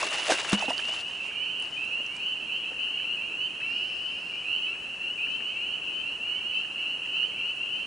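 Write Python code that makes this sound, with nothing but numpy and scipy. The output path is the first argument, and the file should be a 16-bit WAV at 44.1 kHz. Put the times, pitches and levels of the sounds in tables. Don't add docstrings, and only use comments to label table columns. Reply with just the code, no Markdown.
import sys
import numpy as np
from scipy import signal
from scipy.fft import rfft, irfft
from scipy.io import wavfile

SR = 44100
rng = np.random.default_rng(int(sys.argv[2]) if len(sys.argv) > 2 else 0)


def master_out(mix):
    frames = np.transpose(np.atleast_2d(mix))
    ceiling = np.clip(frames, -1, 1)
    pcm = np.round(ceiling * 32767).astype(np.int16)
    wavfile.write(sys.argv[1], SR, pcm)


N = 346626

# f/Hz, relative level/dB
AIR_COLOUR = [(25, -16), (60, -6), (120, -3.5), (200, -0.5), (350, 0.5), (600, -3), (1200, -5), (1750, -5),
              (2150, -8.5), (3700, -22), (5500, -16.5), (8000, -18), (11000, -24.5)]
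# f/Hz, relative level/dB
AIR_WIDTH_COLOUR = [(25, -30), (250, -43), (500, 2), (900, 13.5), (1500, 9), (2100, -5), (4000, -56),
                    (7000, -11), (11000, -16.5)]
AIR_DB, AIR_WIDTH_DB = -49.5, -63
# t/s, level/dB
HISS_LEVELS = [(3.64, -83), (3.71, -56.5), (4.15, -60), (4.4, -61), (4.6, -97)]
# f/Hz, relative level/dB
HISS_COLOUR = [(2500, -30), (3800, 6), (5300, 13.5), (6500, -27)]

# f/Hz, relative level/dB
WASH_COLOUR = [(2000, -42), (2250, -14), (2450, -8), (2650, 7.5), (3000, -0.5), (3200, -7.5), (3350, -13),
               (3650, -35.5), (4200, -11.5), (4900, -56.5)]
WASH_DB = -45
# t/s, depth/dB (below zero: a brief swell instead)
LULLS = [(.45, 9), (1.05, 4.5), (1.17, 0), (1.71, 5.5), (1.93, 4), (2.15, 5.5), (2.42, -1.5), (2.72, 2.5),
         (3.28, 3.5), (3.38, 3), (3.57, -0.5), (4.22, 2), (4.42, 3.5), (4.78, 3), (4.92, 3), (4.99, 2),
         (5.15, 8), (6.19, 4), (6.42, 0), (6.69, 2.5), (6.85, -0.5), (6.99, 1.5), (7.56, 3), (7.68, 0.5)]
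LULL_S = 0.033
RISE_HZ_PER_S, RISE_SPREAD = 2453, .2

# t/s of the crest, level/dB, fade/s
SPRAY_THROWS = [(.005, -29.5, 0.033), (.045, -35, 0.048), (0.068, -33.5, 0.022), (0.134, -31, 0.037),
                (.182, -33.5, 0.055), (.245, -36.5, .05), (.275, -31.5, 0.078), (.325, -28.5, 0.032),
                (.378, -41, .03), (.4, -32, 0.037), (.45, -37.5, 0.037), (.495, -33.5, 0.031),
                (.545, -37, .03), (.595, -36, .018), (.618, -38, 0.035), (.652, -42.5, 0.014),
                (.704, -36.5, 0.015), (.735, -44, 0.055), (.795, -39, 0.029), (.852, -41, .03),
                (.89, -39.5, .05), (.947, -38.5, 0.037), (.982, -44, 0.053), (1.01, -45, 0.013),
                (1.08, -49, 0.28), (1.251, -50, 0.057), (1.63, -50.5, 0.27), (2.151, -49.5, .06)]
# f/Hz, relative level/dB
SPRAY_COLOUR = [(50, -39), (150, -37), (300, -2.5), (700, 4.5), (1600, 5), (2600, 7), (4500, 0.5),
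                (7000, -2), (11000, -10)]
# f/Hz, relative level/dB
SLOSH_WIDTH_COLOUR = [(50, -2), (200, 5.5), (750, 14.5), (1200, -20), (3000, -35), (11000, -46.5)]
SPRAY_SWELL_S = .027
TRICKLE_DB = -67.5
# t/s, level/dB, fade/s
SLAPS = [(0.029, -32.5, 0.013), (.138, -40, 0.014), (0.298, -25, 0.014), (0.303, -26, 0.017),
         (0.32, -26, 0.007), (0.518, -25.5, 0.0088), (0.528, -20, 0.0087), (0.54, -41, .006),
         (.443, -38, 0.015), (.624, -38, 0.012), (.683, -42, .012)]
# t/s, level/dB, starting f/Hz
BUBBLES = [(0.029, -16.5, 1070), (.031, -25, 602), (.063, -30.5, 404), (.226, -34, 330), (.137, -26, 1760),
           (.288, -20, 626), (.297, -11, 643), (.304, -15, 744), (0.318, -20, 530), (.317, -20, 306),
           (.321, -13.5, 1560), (.448, -23, 1670), (.53, -19, 1350), (.623, -21, 874), (.625, -26, 707),
           (.641, -26, 630), (0.681, -21.5, 810), (.684, -27, 490), (.683, -23.5, 266), (.704, -21, 663),
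           (.706, -21.5, 944), (.717, -28.5, 700), (.717, -27, 1940), (.793, -24.5, 1700),
           (.802, -21, 2500), (1.313, -33, 1610), (1.424, -38, 1850), (2.733, -37, 1790),
           (2.873, -39, 1740), (3, -35, 1720), (3.606, -35, 1680), (3.616, -32, 1920), (3.642, -40, 2030),
           (3.702, -37, 1790), (4.754, -38, 1700), (5.269, -36, 1720), (5.406, -33, 1790),
           (6.649, -35, 1710), (7.057, -37, 1930), (7.23, -34.5, 1770)]
RING_CYCLES = 30.2
LONGEST_RING_S = 0.05
PLUNGE_S = .53
# starting f/Hz, level/dB, time to fall 60 dB/s
PLUNGE_TONES = [(205, -14, 0.11), (265, -9, 0.027), (88, -18, 0.023)]
# t/s, level before the shared drop setting/dB, starting f/Hz
DROPS = [(.028, -17.5, 5000), (.044, -21, 6750), (.107, -26, 8400), (.241, -27, 9000), (.307, -24, 6600),
         (.398, -23, 7100), (.437, -27, 4700), (.4966, -20.5, 9000), (.594, -25, 4350), (.595, -26, 5450),
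         (.614, -24, 5470), (.656, -21, 3670), (0.703, -23, 4900), (0.78, -15, 4520), (.852, -33, 3350),
         (.887, -28, 4440), (1.007, -26, 4120), (1.014, -30, 4500), (1.6, -30.5, 8300), (1.624, -29, 8740),
         (1.656, -30.5, 4400), (1.849, -36, 8250), (2.0645, -28.5, 5670), (2.166, -31, 7550),
         (2.167, -33, 4600)]
# t/s, level/dB, middle f/Hz
LAPS = [(1.998, -37.5, 420), (2.716, -38.5, 460)]
SPLASH_ECHO_DB = -22.5

# t/s, frog's letter, level before a small shared boost/dB
PEEPS = [(0.001, "K", -38.5), (0.002, "G", -39), (.095, "I", -38.5), (0.152, "M", -33.5),
         (.315, "K", -37.5), (.467, "L", -38), (.482, "J", -30.5), (.599, "F", -32), (.623, "G", -35),
         (.632, "I", -44), (.699, "N", -32.5), (.708, "M", -42), (0.815, "J", -30.5), (0.878, "O", -38),
         (.958, "I", -36), (1.048, "G", -39.5), (1.194, "E", -34.5), (1.22, "B", -47.5), (1.253, "A", -48),
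         (1.347, "N", -31), (1.353, "M", -36), (1.392, "B", -45), (1.403, "L", -38), (1.419, "E", -37),
         (1.454, "O", -33), (1.535, "J", -38), (1.536, "M", -32.5), (1.574, "I", -36.5),
         (1.714, "P", -36.5), (1.761, "C", -32), (1.821, "G", -33), (1.905, "F", -31), (1.909, "I", -35.5),
         (2.045, "H", -35), (2.07, "A", -52), (2.128, "B", -46), (2.183, "M", -32.5), (2.188, "N", -34),
         (2.194, "K", -34), (2.257, "O", -33.5), (2.411, "H", -36.5), (2.468, "B", -52),
         (2.485, "I", -35.5), (2.487, "E", -33), (2.505, "O", -32), (2.586, "N", -38), (2.637, "D", -33.5),
         (2.76, "K", -36), (2.777, "F", -34.5), (2.786, "P", -34), (2.823, "G", -39), (2.865, "H", -40),
         (2.91, "A", -52), (2.932, "N", -32), (2.967, "D", -38.5), (3.037, "I", -30.5), (3.166, "F", -32),
         (3.21, "B", -46), (3.283, "G", -36), (3.319, "K", -37), (3.399, "E", -39), (3.399, "O", -28.5),
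         (3.6, "D", -31), (3.61, "A", -52), (3.664, "H", -30), (3.666, "B", -49), (3.703, "J", -35.5),
         (3.722, "I", -39), (3.783, "N", -34), (3.791, "E", -34), (3.794, "M", -37), (3.894, "K", -34.5),
         (4.034, "P", -33.5), (4.097, "H", -37), (4.289, "J", -34), (4.316, "B", -45), (4.435, "C", -36),
         (4.448, "G", -33), (4.458, "E", -39), (4.484, "N", -30), (4.509, "K", -33.5), (4.526, "J", -39),
         (4.594, "M", -31), (4.63, "A", -53), (4.656, "D", -30.5), (4.835, "H", -37.5), (4.999, "H", -34),
         (5.023, "J", -33), (5.149, "K", -35.5), (5.177, "E", -36), (5.178, "C", -31), (5.195, "G", -39),
         (5.206, "J", -37), (5.23, "B", -47), (5.296, "D", -31.5), (5.297, "P", -32), (5.346, "I", -35),
         (5.447, "O", -31.5), (5.49, "A", -52), (5.557, "J", -32), (5.598, "C", -41), (5.621, "G", -38),
         (5.678, "M", -30.5), (5.68, "B", -52), (5.813, "K", -34.5), (5.86, "E", -36.5), (5.954, "P", -33),
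         (6.006, "G", -37.5), (6.051, "H", -37.5), (6.06, "D", -37), (6.061, "M", -38.5), (6.196, "J", -32),
         (6.23, "B", -50), (6.28, "N", -29.5), (6.31, "A", -52), (6.401, "K", -37.5), (6.43, "M", -30.5),
         (6.505, "O", -35), (6.513, "E", -33), (6.54, "P", -32), (6.541, "D", -31.5), (6.544, "G", -36),
         (6.673, "F", -38), (6.706, "H", -36), (6.754, "E", -41), (6.797, "J", -31.5), (6.838, "G", -34.5),
         (6.982, "J", -35), (7.025, "F", -38), (7.115, "D", -38), (7.123, "P", -32), (7.134, "G", -33),
         (7.153, "E", -35), (7.157, "N", -29.5), (7.192, "M", -29), (7.239, "O", -39), (7.314, "A", -50),
         (7.324, "E", -39), (7.353, "B", -48), (7.38, "L", -39), (7.39, "J", -29.5), (7.463, "G", -38),
         (7.557, "E", -37), (7.576, "J", -39), (7.589, "K", -36), (7.724, "P", -33), (7.754, "F", -35)]
FROGS = {"A": (2331, 1900, 0.15, -1, -7), "B": (2450, 2000, .11, 0, -7),
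         "C": (2571.5, 2570, 0.0954, -2, -5), "D": (2679, 2553, 0.1, 3, 2.8),
         "E": (2726, 2498, 0.1121, -6.5, -4), "F": (2740, 3142, 0.13, -6.5, -3),
         "G": (2781, 2997, 0.1373, -6.5, 2.5), "H": (2821, 2542, 0.14, -4, 0),
         "I": (2823.5, 2263, 0.14, 7, -0.5), "J": (2858, 2766, 0.142, 4, -1.5),
         "K": (2868, 2390, 0.1636, 11.5, -3.5), "L": (2904.5, 1254, 0.17, -4, 3),
         "M": (2914.5, 3347, 0.1, -7.5, -1.5), "N": (2953.5, 2711, .123, -6.5, -1.5),
         "O": (3015.5, 2307, 0.0914, -7, 0), "P": (3037, 1587, 0.0856, 10.5, 0)}
# multiple of its pitch, level before any side tone boost/dB
PARTIALS = [(1 / 2, -30.5), (1, 0), (3 / 2, -29.5), (2, -38.5)]
FLUTTER = .09
FLUTTER_PER_DB = 0.032
WOODS_T60_S = .7
CUTOFF_HZ = 10900


def from_db(db):
    return 10 ** (np.asarray(db) / 20)


def rms_one(x):
    return x / np.sqrt(np.mean(x ** 2) + 1e-20)


def gain_curve(rows):
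    return from_db(np.interp(np.arange(N) / SR, *np.transpose(rows)))


def add(out, s, sound, pan_db=0):
    at = max(round(s * SR), 0)
    part = sound[:max(N - at, 0)]
    sides = from_db([[pan_db / 2], [-pan_db / 2]])
    out[:, at:at + len(part)] += part * sides / sides.mean()


def coloured(x, spectrum):
    hz, db = np.transpose(spectrum)
    bins = np.maximum(np.arange(N // 2 + 1) * SR / N, 1)
    gain = from_db(np.interp(np.log(bins), np.log(hz), db))
    return rms_one(irfft(rfft(x) * gain, N))


def stereo(mid, side, side_db):
    return mid + from_db(side_db) * side * np.array([[1], [-1]])


def woods(x, side_db):
    t = np.arange(int(WOODS_T60_S * SR)) / SR
    fade = from_db(-60 * t / WOODS_T60_S) * (1 - np.exp(-t / 0.0035))
    mid, side = rng.standard_normal((2, len(t))) * fade
    echoes = stereo(mid, side, side_db) / np.sqrt(np.sum(mid ** 2))
    return signal.fftconvolve(x, echoes, axes=1)[:, :N]


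def air():
    rush = from_db(AIR_DB) * coloured(rng.standard_normal(N), AIR_COLOUR)
    hiss = gain_curve(HISS_LEVELS) * coloured(rng.standard_normal(N), HISS_COLOUR)
    difference = coloured(rng.standard_normal(N), AIR_WIDTH_COLOUR)
    return stereo(rush + hiss, difference, AIR_WIDTH_DB)


def farthest_frogs(width_db=-8):
    mid, side = coloured(rng.standard_normal((2, N)), WASH_COLOUR)
    return from_db(WASH_DB) * stereo(mid, side, width_db)


def peep(length, hz, rise_hz_per_s, side_tones_db=0, flutter=FLUTTER,
         attack_s=0.0094, release_s=0.03, bow_hz=3, flutters_per_s=110):
    t = np.arange(int(max(length, .02) * SR)) / SR
    pitch = hz + rise_hz_per_s * (t - t[-1] / 2) + bow_hz * np.sin(np.pi * t / t[-1])
    ripples = rng.standard_normal(size=(2, 64))
    waver, wobble = (flutter * np.interp(t * flutters_per_s, np.arange(len(r)), r) for r in ripples)
    phase = 2 * np.pi * (np.cumsum(pitch) / SR + rng.random()) + wobble
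    ramp = np.clip(np.minimum(t / attack_s, (t[-1] - t) / release_s), 0, 1)
    swell = np.sin(np.pi / 2 * ramp) ** 2
    note = np.zeros(len(t))
    for multiple, db in PARTIALS:
        boost_db = side_tones_db * (multiple != 1)
        note += from_db(db + boost_db) * np.sin(multiple * phase)
    return swell * (1 + waver) * note


def odd_frogs(count=60, low_hz=2440, high_hz=3110, level_db=-54, spread_db=3):
    out = np.zeros((2, N))
    for k, (when, size, far) in enumerate(rng.uniform(-1, 1, (count, 3))):
        hz = (high_hz if k % 2 else low_hz) + 80 * size
        call = peep(0.12, hz, RISE_HZ_PER_S, flutter=0.4)
        add(out, (k + 1 + when) / count * N / SR, from_db(level_db + spread_db * far) * call)
    return out + woods(out, side_db=-19)


def far_frogs(count=640, centre_hz=2835, spread_hz=215, length_s=.125, level_db=-37, echo_db=-9):
    out = np.zeros((2, N))
    for k, (when, size, far, where, effort, glide) in enumerate(rng.uniform(-1, 1, (count, 6))):
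        length = length_s * np.exp(0.2497 * effort)
        rise = RISE_HZ_PER_S * (1 + RISE_SPREAD * glide)
        call = peep(length, centre_hz + spread_hz * size, rise)
        db = 3.4 * far - 2.4 * size ** 2
        add(out, (k + when) / count * N / SR - .05, from_db(db) * call, 10.0 * where - 1.3)
    return from_db(level_db) * rms_one(out + from_db(echo_db) * woods(out, side_db=-17))


def chorus_effort():
    t = np.arange(0, N, 100) / SR
    dip = sum(depth * np.exp(-((t - s) / LULL_S) ** 2) for s, depth in LULLS)
    return gain_curve(np.column_stack([t, -dip]))


def spray_flow():
    t = np.arange(0, N, 40) / SR
    power = from_db(TRICKLE_DB) ** 2
    for s, db, fade in SPRAY_THROWS:
        shape = np.exp(-np.maximum((s - t) / SPRAY_SWELL_S, (t - s) / fade))
        power = power + (from_db(db) * shape) ** 2
    return np.interp(np.arange(N) / SR, t, np.sqrt(power))


def droplets(drops_per_s=3000, count=14):
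    chance, dealt = rng.random(N), rng.integers(0, count, N)
    clicks = rng.choice([-1, 1], N) * (chance < drops_per_s / SR)
    edges = np.geomspace(250, 13000, count + 1)
    out = np.zeros(N)
    for k in range(count):
        b, a = signal.butter(1, edges[k:k + 2], "band", fs=SR)
        out += signal.lfilter(b, a, clicks * (dealt == k) + 1e-18)
    return out


def splashing(mist_db=-12, clump_db=1.0, clumps_per_s=90, width_db=-20):
    patter = coloured(droplets(), SPRAY_COLOUR)
    mist = coloured(rng.standard_normal(N), SPRAY_COLOUR)
    t, bursts = np.arange(N) / SR, np.zeros(N)
    for s, db, fade in SLAPS:
        age = np.clip(t - s, 0, .3)
        bursts += from_db(db) * (1 - np.exp(-age / 0.0013)) * np.exp(-age / fade)
    unevenness = np.interp(t * clumps_per_s, np.arange(N), rng.standard_normal(N))
    flow = spray_flow() * rms_one(from_db(clump_db * unevenness))
    slosh = coloured(rng.standard_normal(N), SLOSH_WIDTH_COLOUR)
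    spray = flow * rms_one(patter + from_db(mist_db) * mist)
    return stereo(spray + bursts * mist, (flow + bursts) * slosh, width_db)


def bubble(hz, t60, rise):
    t = np.arange(int(t60 * SR)) / SR
    fade = from_db(-60 * t / t60) * (1 - np.exp(-t * hz * 2))
    return fade * np.sin(2 * np.pi * hz * t * (1 + rise * t / t60))


def fizz(count=800, low_hz=600, high_hz=9000, cycles=22, spread_db=4.5):
    out, spray = np.zeros((2, N)), spray_flow()
    for when, size, force in rng.random((count, 3)):
        s = 3.1 * when
        hz = low_hz * (high_hz / low_hz) ** size
        gain = spray[int(s * SR)] * from_db(-spread_db * np.log(0.12 + 1.1 * force))
        add(out, s, gain * bubble(hz, cycles / hz, rise=0.038))
    return out


def laps(band_ratio=1.85, fade_s=0.0093):
    out, t = np.zeros((2, N)), np.arange(SR // 10) / SR
    for s, db, hz in LAPS:
        dull = signal.butter(2, [hz / band_ratio, hz * band_ratio], "band", fs=SR, output="sos")
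        noise = rms_one(signal.sosfilt(dull, rng.standard_normal(len(t))))
        add(out, s, from_db(db) * np.exp(-t / fade_s) * noise)
    return out


def gurgles(count=12, low_hz=330, high_hz=1500, level_db=-1, follows=0.58, lag_s=0.016, cycles=12, spread_db=3):
    out, hardest_db = np.zeros((2, N)), max(row[1] for row in SLAPS)
    for s, db, _ in SLAPS:
        slap_db = hardest_db + follows * (db - hardest_db)
        for when, size, force in rng.random((count, 3)):
            hz = low_hz * (high_hz / low_hz) ** size
            gulp_db = slap_db + level_db - spread_db * (1 + 2 * force)
            delay = -lag_s * np.log(1 - .95 * when)
            add(out, s + delay, from_db(gulp_db) * bubble(hz, cycles / hz, rise=0.06))
    return out


def plops(drop_db=-2, tick=0.26, low_cut_hz=38):
    out = np.zeros((2, N))
    for s, db, hz in BUBBLES:
        ring_s = min(RING_CYCLES / hz, LONGEST_RING_S)
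        add(out, s, from_db(db) * bubble(hz, ring_s, rise=0.012), -.8)
    for hz, db, t60 in PLUNGE_TONES:
        add(out, PLUNGE_S, from_db(db) * bubble(hz, t60, rise=0.012))
    for s, db, hz in DROPS:
        ping = bubble(hz, 0.0058, rise=0.16)
        impact = rng.standard_normal(len(ping)) * np.exp(-np.arange(len(ping)) / SR / 0.00024)
        add(out, s, from_db(db + drop_db) * (ping + tick * impact))
    return signal.sosfilt(signal.butter(2, low_cut_hz, "high", fs=SR, output="sos"), out)


def near_frogs(direct_db=0.08, echo_db=-43.5, echo_follows=0.64):
    direct, sent = np.zeros((2, 2, N))
    typical_db = np.median([row[2] for row in PEEPS])
    for s, frog, db in PEEPS:
        hz, rise, length, pan_db, side_tones_db = FROGS[frog]
        flutter = FLUTTER + FLUTTER_PER_DB * max(typical_db - db, 0)
        call = peep(length, hz, rise, side_tones_db, flutter)
        add(direct, s, from_db(db + direct_db) * call, pan_db)
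        add(sent, s, from_db(echo_db + echo_follows * (db - typical_db)) * call, pan_db)
    return direct + woods(sent, side_db=-6.0)


def scene():
    gulps = plops() + gurgles()
    gulp_echo = from_db(SPLASH_ECHO_DB) * woods(gulps, side_db=-9)
    dog = splashing() + fizz() + laps() + gulps + gulp_echo
    distant_frogs = chorus_effort() * (far_frogs() + odd_frogs() + farthest_frogs())
    return air() + distant_frogs + dog + near_frogs()


def record(dry):
    return signal.sosfilt(signal.ellip(12, .1, 80, CUTOFF_HZ, fs=SR, output="sos"), dry)


dry = scene()
out = record(dry)
master_out(out)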